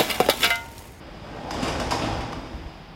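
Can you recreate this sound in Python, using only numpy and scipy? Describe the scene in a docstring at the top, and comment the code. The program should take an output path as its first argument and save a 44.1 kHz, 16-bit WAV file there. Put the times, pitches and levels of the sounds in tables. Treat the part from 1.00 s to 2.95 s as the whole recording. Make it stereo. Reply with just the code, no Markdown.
"""An overbed table rolls across the hard floor of a bare, echoing ward.
Tiny bumps in the floor shake its castors (swivelling wheels), steel frame and top, so they rumble
and ring. The castors scrape as they swing round and knock in their sockets; the frame ticks and
clanks, and the top thuds softly. A steady low hum and a rush of air fill the room."""
import sys
import numpy as np
from scipy import signal
from scipy.fft import rfft, irfft, next_fast_len
from scipy.io import wavfile
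from scipy.ndimage import uniform_filter1d

SR = 44100
rng = np.random.default_rng(int(sys.argv[2]) if len(sys.argv) > 2 else 0)


def log_audio(samples):
    """Write samples as a 16-bit WAV file to the path given in sys.argv[1]."""
    # one column per channel
    frames = np.atleast_2d(samples).T
    # limit to full scale, then quantise
    limited = np.clip(frames, -1, 1)
    pcm = np.round(limited * 32767).astype(np.int16)
    wavfile.write(sys.argv[1], SR, pcm)


N = 85995
T = np.arange(N) / SR
BUMPS_PER_S = 900


def from_db(db):
    """Turn decibels into a number to multiply by."""
    return 10 ** (np.asarray(db) / 20)

def rms_one(x):
    """Scale a sound so its average strength (rms) is 1."""
    return x / np.sqrt(np.mean(x ** 2) + 1e-20)

def evened(x, window_s=0.065):
    """Hold the strength near 1, as steady rolling feeds a ring evenly."""
    return x / np.sqrt(uniform_filter1d(x ** 2, int(window_s * SR)) + 1e-12)

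def level(curve):
    """Join (t/s, level/dB) points into a volume curve."""
    return from_db(np.interp(T, *np.transpose(curve)))

def at_hz(points, hz):
    """Read between a table's rows on a pitch (log-frequency) scale."""
    f, value = np.transpose(points)
    return np.interp(np.log(hz + 1), np.log(f), value)

def colour(x, tone):
    """Filter a sound by (f/Hz, level/dB) points."""
    size = 2 * next_fast_len(N)
    gains = from_db(at_hz(tone, np.fft.rfftfreq(size, 1 / SR)))
    cepstrum = irfft(np.log(gains))
    cepstrum[1:size // 2] *= 2  # folded so nothing sounds before its cause
    cepstrum[size // 2 + 1:] = 0
    return irfft(rfft(x, size) * np.exp(rfft(cepstrum)))[..., :N]

def ring(x, hz, t60):
    """Make x ring at one pitch; the ring time t60 is the seconds it takes to fade 60 dB."""
    decay = np.exp(-np.log(1000) / (t60 * SR))
    step = 2 * np.pi * hz / SR
    return signal.lfilter([0, np.sin(step)], [1, -2 * decay * np.cos(step), decay * decay], x + 1e-18)

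def body(x, modes):
    """Ring an object at all its pitches (modes), keeping about the same power."""
    total = np.sqrt(sum(from_db(db) ** 2 for _, db, _ in modes))
    return sum((-1) ** k * from_db(db) * ring(x, hz, t60) * np.sqrt(4 * np.log(1000) / (t60 * SR))
               for k, (hz, db, t60) in enumerate(modes)) / total

def click(s):
    """One sharp tap at s seconds."""
    return 1.0 * (np.arange(N) == int(s * SR))

def grains(per_s, spread_db):
    """Tiny random hits of uneven size."""
    sizes = from_db(spread_db * np.minimum(rng.exponential(1, N), 4))
    return rms_one(sizes * rng.choice([-1, 1], N) * (rng.random(N) < per_s / SR))

def sustained(hz, t60):
    """Floor bumps, rung twice over, keep one pitch sounding."""
    bumps = grains(BUMPS_PER_S, spread_db=1.5)
    return evened(ring(ring(bumps, hz, t60), hz, t60))

def diffuse():
    """Stereo hiss arriving from all sides."""
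    # how alike the two ears hear it: f/Hz, likeness (1 = the same)
    likeness = [(60, 0.94), (170, 0.98), (350, 0.7), (700, 0.44), (1300, -0.32), (2500, -0.017),
                (8000, -0.28)]
    alike = np.clip(at_hz(likeness, np.fft.rfftfreq(N, 1 / SR)), -1, 1)
    mid, side = rfft(rng.standard_normal((2, N)))
    return irfft(np.sqrt(1 + alike) * mid + np.sqrt(1 - alike) * side * [[1], [-1]], N)

def ward(x, wet_db, early_db):
    """Add the room's echo (wet_db): quick reflections (early_db) and a tail whose treble dies first."""
    tail_t60, early_t60, damping_hz = 1.21, 0.12, 7500
    hz, s, cells = signal.stft(diffuse(), SR, nperseg=256)
    tail = from_db(-60 * s * np.hypot(1, hz[:, None] / damping_hz) / tail_t60)
    early = from_db(early_db - 60 * s / early_t60)
    response = signal.istft(cells * (tail + early), SR)[1][:, :N] * (T > .002)
    echo = signal.fftconvolve(x[None], rms_one(response) / np.sqrt(N), axes=1)[:, :N]
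    return (x + from_db(wet_db) * echo) / np.hypot(1, from_db(wet_db))

def room_tone():
    """Moving air rushes evenly over a low hum."""
    # tone of the air: f/Hz, level/dB
    air_tone = [(20, -4.5), (46, -0.5), (70, -9.5), (190, -5.5), (270, -12.5), (390, -15.5), (780, -12),
                (1400, -16.5), (3500, -21.5), (4200, -28), (5000, -22), (6200, -45), (15000, -46.5)]
    # the hum: f/Hz, level/dB
    hum_notes = [(161, -53.5)]
    hum = sum(from_db(db) * np.sqrt(2) * np.sin(2 * np.pi * (hz * T + rng.random()))
              for hz, db in hum_notes)
    return from_db(-42) * rms_one(colour(diffuse(), air_tone)) + hum

def rolling():
    """The rough floor drums through the wheels and keeps the steel frame ringing."""
    # strength of the rolling: t/s, level/dB
    strength = [(0, -44.5), (.18, -47), (.28, -38), (.47, -36), (.64, -28.5), (.82, -27.5), (.88, -43),
                (.93, -26.5), (.99, -32), (1.035, -27.5), (1.32, -35.5), (1.6, -40), (1.76, -69.5),
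                (1.95, -47)]
    # tone of the wheels: f/Hz, level/dB
    wheel_tone = [(70, -10), (170, 0), (250, -0.5), (330, 0), (400, -6.5), (580, -1.5), (950, -7.5),
                  (1400, -9.5), (2500, -20), (5000, -31), (9000, -60), (16000, -57)]
    # pitches of the frame: f/Hz, level/dB, ring time/s
    frame_modes = [(162.9, 2.5, 0.24), (212, -3.5, 0.091), (267.8, 4.5, 0.25), (376.2, -4, 0.18),
                   (446.5, -3, 0.2), (585, -6, 0.08), (740, -3.5, 0.36), (965, -11, 0.053)]
    fade = from_db(-3.5 - 4 * (T - T.mean()))  # the wheels give way to the frame's ring
    wheels = fade * level(strength) * rms_one(colour(grains(BUMPS_PER_S, spread_db=4.5), wheel_tone))
    shaking = grains(BUMPS_PER_S, spread_db=1.46)
    frame = from_db(-6.5) * level(strength) * evened(body(shaking, frame_modes))
    return ward(wheels, wet_db=5, early_db=5) + ward(frame, wet_db=-7, early_db=1)

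def top_rumble():
    """Bumps shake the table top into a deep rumble."""
    # strength of the rumble: t/s, level/dB
    strength = [(0, -43.5), (.42, -42), (.56, -33.5), (.78, -31), (.93, -36), (1.04, -37), (1.19, -26.5),
                (1.27, -46), (1.38, -32), (1.5, -48), (1.56, -32.5), (1.8, -54)]
    # its tone: f/Hz, level/dB
    tone = [(20, -10), (33, -74), (44, 8.5), (62, 0.5), (92, -4), (135, -27.5), (250, -40), (800, -58)]
    bumps = grains(BUMPS_PER_S, spread_db=-2.5)
    return from_db(-4) * level(strength) * evened(colour(bumps, tone))

def top_ring():
    """The shaken table top rings with a hollow note."""
    # strength of the ring: t/s, level/dB
    strength = [(0, -47.5), (.4, -52), (.7, -36), (.88, -39.5), (1.06, -33.5), (1.35, -46), (1.6, -43.5),
                (1.8, -57.5)]
    return ward(level(strength) * sustained(hz=328.8, t60=0.135), wet_db=-14, early_db=39)

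def post_drone():
    """The upright post drones, loudest at full speed."""
    # strength of the drone: t/s, level/dB
    strength = [(.1, -53), (.3, -47.5), (.88, -41.5), (1.14, -33), (1.8, -69)]
    return level(strength) * sustained(hz=111.2, t60=0.145)

def castor(force):
    """A push on a castor sounds through its steel and rings the fork that holds the wheel."""
    # tone of the steel: f/Hz, level/dB
    steel_tone = [(150, -8), (500, 5), (1000, 7), (1600, 1.5), (3500, 1), (4200, -5.5), (4900, -0.5),
                  (6200, -11), (9000, -15.5), (13500, -27.5), (15000, -33)]
    # pitches of the fork: f/Hz, level/dB, ring time/s
    fork_modes = [(2940, 9, 0.04), (3683, 22, 0.07), (4972, 18.5, 0.021)]
    steel_gain = np.sqrt(np.sum(colour(click(0), steel_tone) ** 2))
    return colour(force, steel_tone) / steel_gain + from_db(-12.5) * body(force, fork_modes)

def scraping():
    """Wheels turned sideways drag over grit."""
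    # strength of the scraping: t/s, level/dB
    strength = [(0, -51.5), (.45, -42.5), (.615, -30), (.635, -29), (.71, -28.5), (.76, -33.5),
                (.89, -33.5), (.925, -31.5), (1.04, -30), (1.2, -43), (1.75, -51), (1.95, -67)]
    grit = from_db(-3.5) * level(strength) * grains(per_s=2500, spread_db=3)
    return ward(castor(grit), wet_db=5, early_db=-8.5)

def whirring():
    """The castors whirr as they roll."""
    # strength of the whirr: t/s, level/dB
    strength = [(.1, -65), (.5, -35.5), (.62, -39.5), (1.15, -36), (1.45, -55)]
    return ward(level(strength) * sustained(hz=796, t60=0.0115), wet_db=5.5, early_db=33)

def ticking(fade_s=0.0032):
    """Loose parts of the frame snap together, metal on metal."""
    # the ticks: t/s, level/dB
    ticks = [(0.5083, -22), (0.629, -29), (.8, -24), (0.9148, -23.5), (0.92, -27), (1.33, -31)]
    # their tone: f/Hz, level/dB
    tone = [(300, -47), (1100, 17.5), (2500, -6), (5000, 2), (8000, -19), (11000, -11), (16000, -27)]
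    bursts = sum(from_db(db) * (T >= s) * np.exp(-np.abs(T - s) / fade_s) for s, db in ticks)
    return colour(bursts * diffuse(), tone)

def knocking():
    """A castor knocks in its socket with a clatter that dies quickly."""
    # the knocks: t/s, level/dB, fade time/s, treble lift/dB
    knocks = [(0.512, -19.5, 0.0025, 3), (0.538, -30.5, 0.012, 6), (0.627, -22, 0.012, 5.5),
              (0.679, -21, 0.0068, 4), (0.799, -19, 0.005, 4), (0.9081, -17.5, 0.01, 6),
              (1.021, -17.5, 0.0064, -16), (1.207, -25, 0.0063, -2), (1.323, -29, 0.0046, 0.5),
              (1.468, -37, 0.0058, -4)]
    force = np.zeros(N)
    for s, db, fade_s, lift_db in knocks:
        clatter = grains(per_s=12000, spread_db=0.5) * (T >= s) * np.exp(-np.abs(T - s) / fade_s)
        force += from_db(db) * colour(clatter, [(3000, 0), (7000, lift_db)])
    return ward(castor(force), wet_db=8.5, early_db=3.5)

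def clanking():
    """Hard jolts make a tube of the frame clank; the room carries the ring on."""
    # the jolts: t/s, level/dB
    jolts = [(0.5452, -27), (.921, -15.5), (1.203, -27.5)]
    # pitches of the tube: f/Hz, level/dB, ring time/s
    tube_modes = [(775, -10, 0.067), (960, -8.5, .1), (986, -5, 0.053)]
    force = sum(from_db(db) * click(s) for s, db in jolts)
    clanks = sum(from_db(db) * ring(force, hz, t60) for hz, db, t60 in tube_modes)
    echo = from_db(3) * ward(clanks, wet_db=28, early_db=-1.5)
    return (clanks + echo) * from_db([[0.5], [-0.5]])  # a little to the left

def top_thuds():
    """The table top thuds, each time with one short, low note."""
    # the thuds: t/s, level/dB, f/Hz
    thuds = [(0.631, -15, 262), (0.717, -23, 338), (0.867, -16.5, 55.7), (.93, -26, 261), (1.037, -17, 288),
             (1.073, -18.5, 330), (1.54, -21, 66.6), (1.66, -19.5, 51.6)]
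    return sum(from_db(db) * ring(click(s), hz, t60=0.042) for s, db, hz in thuds)

def scene():
    """The moving table in the humming room."""
    moving = rolling() + whirring() + top_ring() + post_drone() + top_rumble() + scraping()
    hits = knocking() + clanking() + ticking() + top_thuds()
    return moving + hits + room_tone()

def record(dry):
    """Two microphones of unequal brightness; the deepest bass and highest treble are cut."""
    # right microphone minus left: f/Hz, level/dB
    right_lift = [(700, -0.4), (1400, 4), (4500, -3.5), (6200, 11.5), (8300, 5.5), (11000, 2.5), (14000, 1)]
    pair = [colour(x, [(hz, sign * db / 2) for hz, db in right_lift]) for x, sign in zip(dry, (-1, 1))]
    bass_cut = signal.butter(2, 37, "high", fs=SR, output="sos")
    treble_cut = signal.cheby2(14, 60, 16400, fs=SR, output="sos")
    return signal.sosfilt(treble_cut, signal.sosfilt(bass_cut, pair))

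dry = scene()
out = record(dry)
log_audio(out)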